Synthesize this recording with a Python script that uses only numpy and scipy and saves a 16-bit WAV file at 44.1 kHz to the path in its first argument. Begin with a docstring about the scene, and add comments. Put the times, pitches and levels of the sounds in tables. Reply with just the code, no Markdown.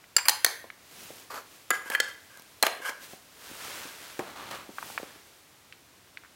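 """Putting the caps on a camera lens

In a small quiet room, the plastic front cap taps on the rim and its springy latches snap in.
The rear cap is picked up, seated and twisted until it locks. The lens is set down and slid over
the table while hands and sleeves rustle. Each cap click is a short crack of noise plus the ringing
of the part; each rub is a crowd of tiny slips."""
import sys
import numpy as np
from scipy import signal
from scipy.fft import rfft, irfft
from scipy.io import wavfile

SR = 44100
rng = np.random.default_rng(int(sys.argv[2]) if len(sys.argv) > 2 else 0)


def wrap_up_sound(samples):
    """Save the sound to the file named by the first command line argument, as 16-bit audio."""
    columns = np.atleast_2d(samples).T
    # keep every value between -1 and 1, then stretch to whole-number steps
    tamed = np.clip(columns, -1, 1)
    steps = np.round(tamed * 32767).astype(np.int16)
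    wavfile.write(sys.argv[1], SR, steps)


N = 280035
CUTOFF_HZ = 15900
TIME = np.arange(N) / SR
AGE = TIME[:SR // 6]      # seconds since a hit
ATTACK = SR * 7 // 1000   # samples in the first 7 ms

# Fingers brushing over plastic and table: (middle time [s], length [s], level [dB])
FINGER_SWEEPS = [(1.042, 0.22, -46.5), (1.19, 0.11, -49.5), (1.54, 0.12, -55), (2.875, 0.046, -56),
                 (3.04, 0.055, -45.5), (3.12, 0.096, -48.5), (3.498, 0.22, -48.5), (3.735, 0.34, -43.5),
                 (4.087, 0.35, -50.5), (4.53, .09, -53), (4.891, 0.23, -44)]
# Arms moving in their sleeves: (middle time [s], length [s], level [dB])
ARM_SWEEPS = [(3.5, 0.14, -48.5), (3.645, 0.12, -42), (3.78, 0.28, -42), (4.06, 0.25, -47),
              (5.07, 0.24, -52)]


def from_db(db):
    """Turn decibels into a gain."""
    return 10 ** (np.asarray(db) / 20)


def rms_one(x):
    """Scale a sound to an average power of one."""
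    return x / np.sqrt(np.mean(x ** 2) + 1e-20)


def attack_one(x):
    """Scale a hit to a power of one over its first 7 ms."""
    return x / np.sqrt(np.mean(x[:ATTACK] ** 2) + 1e-20)


def at_hz(points, hz):
    """Read between a table's rows, on a scale of octaves."""
    points = np.array(points)
    return np.interp(np.log(hz), np.log(points[:, 0]), points[:, 1])


def band(x, low, high, order=2):
    """Keep the frequencies from low to high, in Hz."""
    sos = signal.butter(order, [low, min(high, SR / 2 - 500)], "band", fs=SR, output="sos")
    return signal.sosfilt(sos, x + 1e-18)


def coloured(x, spectrum):
    """Give noise a tone colour and a power of one."""
    hz = np.maximum(np.fft.rfftfreq(N, 1 / SR), 1)
    return rms_one(irfft(rfft(x) * from_db(at_hz(spectrum, hz)), N))


def add(out, s, sound):
    """Mix a sound in at s seconds."""
    start = int(s * SR)
    out[start:start + len(sound)] += sound[:N - start]


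def echoes(x, build_up_s=0.01, first_echo_s=0.0016):
    """Room echoes build up and die band by band, in a new pattern for each call."""
    # How long echoes take to fade by 60 dB: (frequency [Hz], fade time [s])
    fade_times = [(300, 0.72), (800, 0.25), (2000, 0.63), (5500, 0.33), (14000, 0.55)]
    # Echoes compared with the direct sound: (frequency [Hz], level [dB])
    levels = [(200, -11), (800, -2.5), (1700, -7), (5000, -8), (14000, -16)]
    age = TIME[:SR * 2 // 3]
    onset = 1 - np.exp(-np.maximum(age - first_echo_s, 0) / build_up_s)
    edges = np.geomspace(120, 17000, 15)
    response = 0
    for low, high in zip(edges, edges[1:]):
        hz = np.sqrt(low * high)
        fade = from_db(-60 * age / at_hz(fade_times, hz))
        tail = band(rng.standard_normal(len(age)), low, high) * onset * fade
        tail *= np.sqrt(2 * (high - low) / SR / np.sum(tail ** 2))   # as strong as the direct sound
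        response = response + tail * from_db(at_hz(levels, hz))
    return signal.fftconvolve(x, response)[:N]


def room(x, wet_db):
    """The direct sound plus its echoes, turned down by wet_db."""
    return x + from_db(wet_db) * echoes(x)


def soft_blows(blows, cycles, scatter_db, width):
    """A blunt hit: one short swing at its pitch, plus a noisy scatter of vibrations around it."""
    out = np.zeros(N)
    for s, db, hz, half_fade_s in blows:
        swing = attack_one(np.sin(2 * np.pi * hz * AGE) * np.exp(-AGE * hz / cycles))
        scatter = rng.standard_normal(len(AGE)) * from_db(-30 * AGE / half_fade_s)
        scatter = attack_one(band(scatter, hz / 2, hz * 2, order=1))
        blow = band(swing + from_db(scatter_db) * scatter, hz / (1 + width), hz * (1 + width))
        add(out, s, from_db(db) * attack_one(blow))
    return out


def crack(levels_db, fade_s, rise_s, bass_hz):
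    """A plastic shell's many vibrations die quickly and blur into a burst of noise."""
    edges_hz = (200, 1000, 2600, 8000, 16000)   # four bands: low, middle, high, top
    shape = (1 - np.exp(-AGE / rise_s)) * from_db(-60 * AGE / fade_s)
    small_body = signal.butter(2, bass_hz, "high", fs=SR)   # a small part gives off little bass
    out = 0
    for db, low, high in zip(levels_db, edges_hz, edges_hz[1:]):
        burst = signal.lfilter(*small_body, rng.standard_normal(len(AGE)) * shape)
        out = out + from_db(db) * attack_one(band(burst, low, high, order=3))
    return out


def ring(tones, rise_s, spread_db=4.0):
    """A struck part rings with its own tones, their strengths varying from hit to hit."""
    hz, db, fade_s = np.transpose(tones)[:, :, None]
    strength = from_db(db + spread_db * rng.standard_normal(hz.shape))
    waves = np.sin(2 * np.pi * (hz * AGE + rng.random(hz.shape))) * from_db(-60 * AGE / fade_s)
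    struck = (strength * waves).sum(axis=0) * (1 - np.exp(-AGE / rise_s))
    return attack_one(band(struck, hz.min() / 2, CUTOFF_HZ))


def cap_clicks(contacts, tones, crack_db, ring_db, rise_s, bass_hz, wet_db, ring_wet_db):
    """Edges graze, then the part cracks and rings; crack_db and ring_db add to the contacts' levels."""
    graze_db, graze_s = -20, 0.0013
    cracks, rings = np.zeros((2, N))
    for s, *levels_db, fade_s, db in contacts:
        add(cracks, s - graze_s, from_db(graze_db) * crack(levels_db, fade_s, rise_s, bass_hz))
        add(cracks, s, from_db(crack_db) * crack(levels_db, fade_s, rise_s, bass_hz))
        add(rings, s, from_db(db + ring_db) * ring(tones, rise_s))
    return cracks + rings + echoes(from_db(wet_db) * cracks + from_db(ring_wet_db) * rings)


def friction(gain, spectrum, slips_per_s, smooth=1.0):
    """Countless tiny slips of uneven size over a smooth rub."""
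    slips = rms_one(rng.standard_normal(N) * (rng.random(N) < slips_per_s / SR))
    return gain * coloured(slips + smooth * rng.standard_normal(N), spectrum)


def pushes(rows, rise_s, fall_db_per_s):
    """Loudness of pushes: a part breaks loose, scrapes evenly, then runs out."""
    power = np.zeros(N)
    for start, length, db in rows:
        age = TIME - start
        onset = np.clip(age / rise_s, 0, 1)
        fall_db = fall_db_per_s * np.clip(age - length, 0, 1)
        power += (onset * from_db(db - fall_db)) ** 2
    return np.sqrt(power)


def sweeps(rows):
    """Loudness of sweeps: rubbing swells and fades as a hand or arm speeds up and slows down."""
    power = np.zeros(N)
    for middle, length, db in rows:
        bell = 0.5 ** np.minimum((2 * (TIME - middle) / length) ** 2, 20)   # above half for its length
        power += (from_db(db) * bell) ** 2
    return np.sqrt(power)


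def hiss(level_db=-57):
    """A faint, steady background noise."""
    # Tone colour of the hiss: (frequency [Hz], relative level [dB])
    colour = [(15, -56), (25, -21), (102, -2.5), (145, -7), (180, -7), (212, -9), (301, -5.5), (503, -10),
              (695, -8), (754, -10.5), (962, -9), (4610, -14), (16000, -21.5)]
    return from_db(level_db) * coloured(rng.standard_normal(N), colour)


def ticks():
    """Light contacts make small, dry ticks."""
    # Ticks: (time [s], level [dB], pitch [Hz], time for the scatter to fall 30 dB [s])
    hits = [(.041, -50.5, 1900, 0.023), (.702, -38, 1780, 0.0091), (4.784, -31.5, 1240, 0.018),
            (4.827, -34.5, 1230, 0.011), (4.9777, -27, 1500, 0.014), (5.725, -43.5, 2450, 0.023),
            (6.1725, -38, 2220, 0.014), (6.236, -52, 1470, 0.024), (6.248, -51, 1500, 0.022),
            (6.259, -56, 1500, .018)]
    return room(soft_blows(hits, cycles=1.0, scatter_db=-1.5, width=0.73), wet_db=-8.5)


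def front_cap_taps():
    """The front cap taps on the rim of the lens."""
    # Taps: (time [s], low [dB], middle [dB], high [dB], top [dB], crack fade time [s], ring [dB])
    taps = [(0.1654, -56, -24.5, -25, -22, 0.011, -7.5), (0.1818, -46.5, -25, -43, -38, 0.068, -27),
            (0.2542, -45, -29.5, -56, -35, 0.11, -30)]
    # The front cap's ringing: (pitch [Hz], relative level [dB], fade time [s])
    tones = [(484, -28, 0.031), (1393, -17, 0.044), (1700, -1.5, 0.015), (2856, -12.5, 0.03),
             (4540, -4.5, 0.033), (4910, 3.5, 0.014), (5980, -19, 0.048), (7380, -5, 0.019),
             (7530, -10.5, 0.023), (10650, -17, 0.027), (15000, -7, 0.017)]
    return cap_clicks(taps, tones, crack_db=-3.5, ring_db=-4, rise_s=0.00087, bass_hz=453,
                      wet_db=-1.5, ring_wet_db=-7)


def latch_snaps():
    """Springs snap the front cap's latches into place."""
    # Snaps: (time [s], low [dB], middle [dB], high [dB], top [dB], crack fade time [s], ring [dB])
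    snaps = [(0.2839, -34.5, -17, -17, -16, 0.016, -19.5), (0.2932, -29, -30, -17.5, -18, 0.033, -27.5),
             (0.4462, -25.5, -18, -15, -14.5, 0.018, -22.5), (0.4634, -31, -44, -43, -35.1, 0.027, -29.5)]
    # The latches' ringing: (pitch [Hz], relative level [dB], fade time [s])
    tones = [(870, -23, 0.058), (1387, -8.5, 0.014), (1840, -2, 0.017), (4320, -1, 0.012),
             (4870, -6, 0.016), (6220, -5, 0.009), (7460, 0, 0.0068), (11170, -2.5, 0.0083)]
    return cap_clicks(snaps, tones, crack_db=-3, ring_db=5.5, rise_s=0.00032, bass_hz=540,
                      wet_db=-2, ring_wet_db=-3.5)


def table_knocks():
    """Fingers, cap and lens knock softly on the table."""
    # Knocks: (time [s], level [dB], pitch [Hz], time for the scatter to fall 30 dB [s])
    hits = [(0.642, -42.4, 536, 0.034), (1.104, -41, 523, 0.019), (1.86, -46.5, 452, .02),
            (2.802, -45, 523, 0.034), (3.134, -42, 380, 0.011), (3.513, -44, 258, 0.022),
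            (3.853, -45, 300, 0.033), (4.1925, -27.5, 445, 0.059), (4.691, -40.5, 322, 0.041),
            (4.901, -42.5, 780, 0.016), (4.999, -40, 485, 0.018), (5.0305, -36.5, 427, 0.015),
            (5.158, -52.5, 350, .02)]
    return soft_blows(hits, cycles=0.94, scatter_db=-2, width=1.34)


def finger_rub():
    """Fingers brush about, and never rest quite still while they hold the lens."""
    # Tone colour of rubbing skin: (frequency [Hz], relative level [dB])
    colour = [(29, -28), (50, -12), (461, -3), (532, -4), (694, -4.5), (1240, -5.5), (2810, -4.5),
              (14200, -10.5), (16000, -11)]
    start_s, length_s, level_db = 0.73, 4.56, -58
    grip = pushes([(start_s, length_s, level_db)], rise_s=0.12, fall_db_per_s=33)
    return friction(np.hypot(grip, sweeps(FINGER_SWEEPS)), colour, slips_per_s=6500)


def finger_bumps(per_s=35, relative_db=-18.5, low_hz=80, high_hz=450):
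    """Fingertips pad on the lens barrel at random while hands and arms move."""
    touches = (rng.random(N) < per_s / SR) * rng.uniform(-1.05, 1, N)
    thuds = rms_one(band(touches, low_hz, high_hz))
    return from_db(relative_db) * sweeps(ARM_SWEEPS + FINGER_SWEEPS) * thuds


def snicks():
    """Nails catch on the barrel, and the rim on the table: cracks with no ringing."""
    # Catches: (time [s], low [dB], middle [dB], high [dB], top [dB], fade time [s])
    catches = [(1.034, -63, -68, -52, -53, .008), (2.373, -60, -70, -54, -54, .01),
               (2.396, -55, -62, -52, -53, .01), (2.421, -64, -66, -57, -53, .01),
               (3.552, -58, -49, -57, -54, .008), (4.1915, -40, -36, -44, -46.5, 0.03),
               (4.511, -47, -48, -43.5, -51, 0.025)]
    out = np.zeros(N)
    for s, *levels_db, fade_s in catches:
        add(out, s, crack(levels_db, fade_s, rise_s=0.00036, bass_hz=300))
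    return out


def rear_cap_pick_up():
    """The rear cap scrapes as it is dragged off the table."""
    # Drags: (start [s], length [s], level [dB])
    drags = [(1.299, 0.021, -39), (1.335, 0.046, -39)]
    # Tone colour of the scrape: (frequency [Hz], relative level [dB])
    colour = [(150, -28), (450, -6.5), (750, -8.5), (1240, -2), (1700, -10), (3000, -19), (3900, -21),
              (4350, -14), (5000, -19), (7200, -20.5), (9000, -26), (12200, -22), (13100, -20),
              (16000, -35)]
    gain = pushes(drags, rise_s=0.0075, fall_db_per_s=300)
    return room(friction(gain, colour, slips_per_s=2400, smooth=1.1), wet_db=-10)


def barrel_bumps():
    """The rear cap bumps the lens barrel and sets it ringing."""
    # Bumps: (time [s], low [dB], middle [dB], high [dB], top [dB], crack fade time [s], ring [dB])
    bumps = [(1.7050, -29, -27, -32.5, -29, 0.016, -19), (1.7118, -29, -23, -38, -47, 0.012, -39)]
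    # The barrel's ringing: (pitch [Hz], relative level [dB], fade time [s])
    tones = [(504, -12, 0.027), (1260, -4, 0.025), (1645, -6.5, 0.2), (2020, -3.5, 0.073),
             (2360, -21, 0.038), (4590, -5, 0.017), (7080, 3, 0.015), (9870, -1, 0.013), (11860, -4, .01)]
    return cap_clicks(bumps, tones, crack_db=-2, ring_db=0.3, rise_s=0.00022, bass_hz=386,
                      wet_db=-1.5, ring_wet_db=-1.5)


def rear_cap_twist():
    """The rear cap rubs as it turns in its mount."""
    # Turns: (start [s], length [s], level [dB])
    turns = [(1.722, 0.034, -35.5), (1.845, 0.042, -42), (1.905, 0.036, -32.5), (2.02, .025, -43),
             (2.068, 0.023, -40), (2.29, 0.095, -54), (2.625, .035, -30), (2.808, 0.032, -40.5),
             (2.838, 0.054, -32.5)]
    # Tone colour of the turning cap: (frequency [Hz], relative level [dB])
    colour = [(200, -65), (500, -5.5), (740, -15), (1100, -3), (1400, -6.5), (1620, 6.5), (1850, -20),
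              (2080, -2.5), (2500, -16), (3200, -10), (3800, -26), (4700, -18.5), (13000, -21),
              (16000, -34)]
    gain = pushes(turns, rise_s=0.017, fall_db_per_s=480)
    return room(friction(gain, colour, slips_per_s=2600, smooth=0.89), wet_db=-2.5)


def rear_cap_seating():
    """The rear cap clicks as it settles into its mount."""
    # Clicks: (time [s], low [dB], middle [dB], high [dB], top [dB], crack fade time [s], ring [dB])
    clicks = [(1.9002, -37.5, -49, -41, -38, 0.02, -33.5), (1.9182, -45, -36, -57, -53, 0.021, -46),
              (1.9492, -45, -30.5, -54, -38.5, 0.032, -19), (2.0012, -42, -40, -25.5, -34.5, 0.016, -20)]
    # The rear cap's ringing: (pitch [Hz], relative level [dB], fade time [s])
    tones = [(510, -11, 0.019), (1410, -15, 0.049), (1702, 2, 0.048), (1997, 2, 0.024), (3156, -8, 0.041),
             (4300, -6, 0.02), (5300, -17, 0.023), (6870, -10, 0.018)]
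    return cap_clicks(clicks, tones, crack_db=1.5, ring_db=1, rise_s=0.00051, bass_hz=407,
                      wet_db=-1, ring_wet_db=-4)


def rear_cap_lock():
    """The rear cap's twist lock snaps shut."""
    # Snaps: (time [s], low [dB], middle [dB], high [dB], top [dB], crack fade time [s], ring [dB])
    snaps = [(2.6265, -25, -32, -23, -19, 0.022, -17), (2.6343, -20, -19, -36, -42, 0.0097, -29),
             (2.6663, -24, -22, -27, -28, 0.017, -29), (2.679, -33, -31, -49, -51, 0.018, -43),
             (2.893, -38.5, -34, -38, -44, 0.029, -52)]
    # The lock's ringing: (pitch [Hz], relative level [dB], fade time [s])
    tones = [(540, -15, .02), (855, -3, 0.053), (1656, 0, 0.051), (2017, 0, 0.043), (4180, 10, 0.019),
             (4200, -8, 0.0099)]
    return cap_clicks(snaps, tones, crack_db=-1.5, ring_db=-1.5, rise_s=0.00016, bass_hz=610,
                      wet_db=-1.5, ring_wet_db=-5)


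def sleeve_rustle():
    """Sleeves rub as the arms move."""
    # Tone colour of the cloth: (frequency [Hz], relative level [dB])
    colour = [(29, -42), (50, -15), (223, -14), (398, -6.5), (711, -5), (1620, 0.5), (1820, -2), (3410, -5),
              (12600, -15.5), (16000, -20)]
    return friction(sweeps(ARM_SWEEPS), colour, slips_per_s=3200)


def lens_slide():
    """The lens scrapes as it is pushed over the table."""
    # Pushes: (start [s], length [s], level [dB])
    slides = [(4.193, 0.12, -45.5), (4.355, 0.14, -43.5), (4.503, 0.045, -39.5)]
    # Tone colour of the sliding lens: (frequency [Hz], relative level [dB])
    colour = [(29, -40), (50, -13.5), (246, -8.5), (284, -8.5), (362, -7), (439, -9), (1240, -2.5),
              (1500, -7.5), (4350, -14), (4790, -18.5), (13200, -26), (16000, -27)]
    return friction(pushes(slides, rise_s=0.009, fall_db_per_s=113), colour, slips_per_s=2500)


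def scene():
    """Caps, knocks and rubbing over a steady hiss."""
    front_cap = front_cap_taps() + latch_snaps()
    rear_clicks = barrel_bumps() + rear_cap_seating() + rear_cap_lock()
    knocks = room(table_knocks() + snicks(), wet_db=-5) + ticks()
    scrapes = rear_cap_pick_up() + rear_cap_twist() + lens_slide()
    rustle = finger_rub() + sleeve_rustle()
    return hiss() + front_cap + rear_clicks + knocks + scrapes + rustle + finger_bumps()


def record(dry):
    """Round off the highest peaks and cut the very top of the treble."""
    rounded = 1.258 * np.tanh(dry / 1.338)
    low_pass = signal.ellip(10, 0.1, 70, CUTOFF_HZ, fs=SR, output="sos")
    return signal.sosfilt(low_pass, rounded)


dry = scene()
out = record(dry)
wrap_up_sound(out)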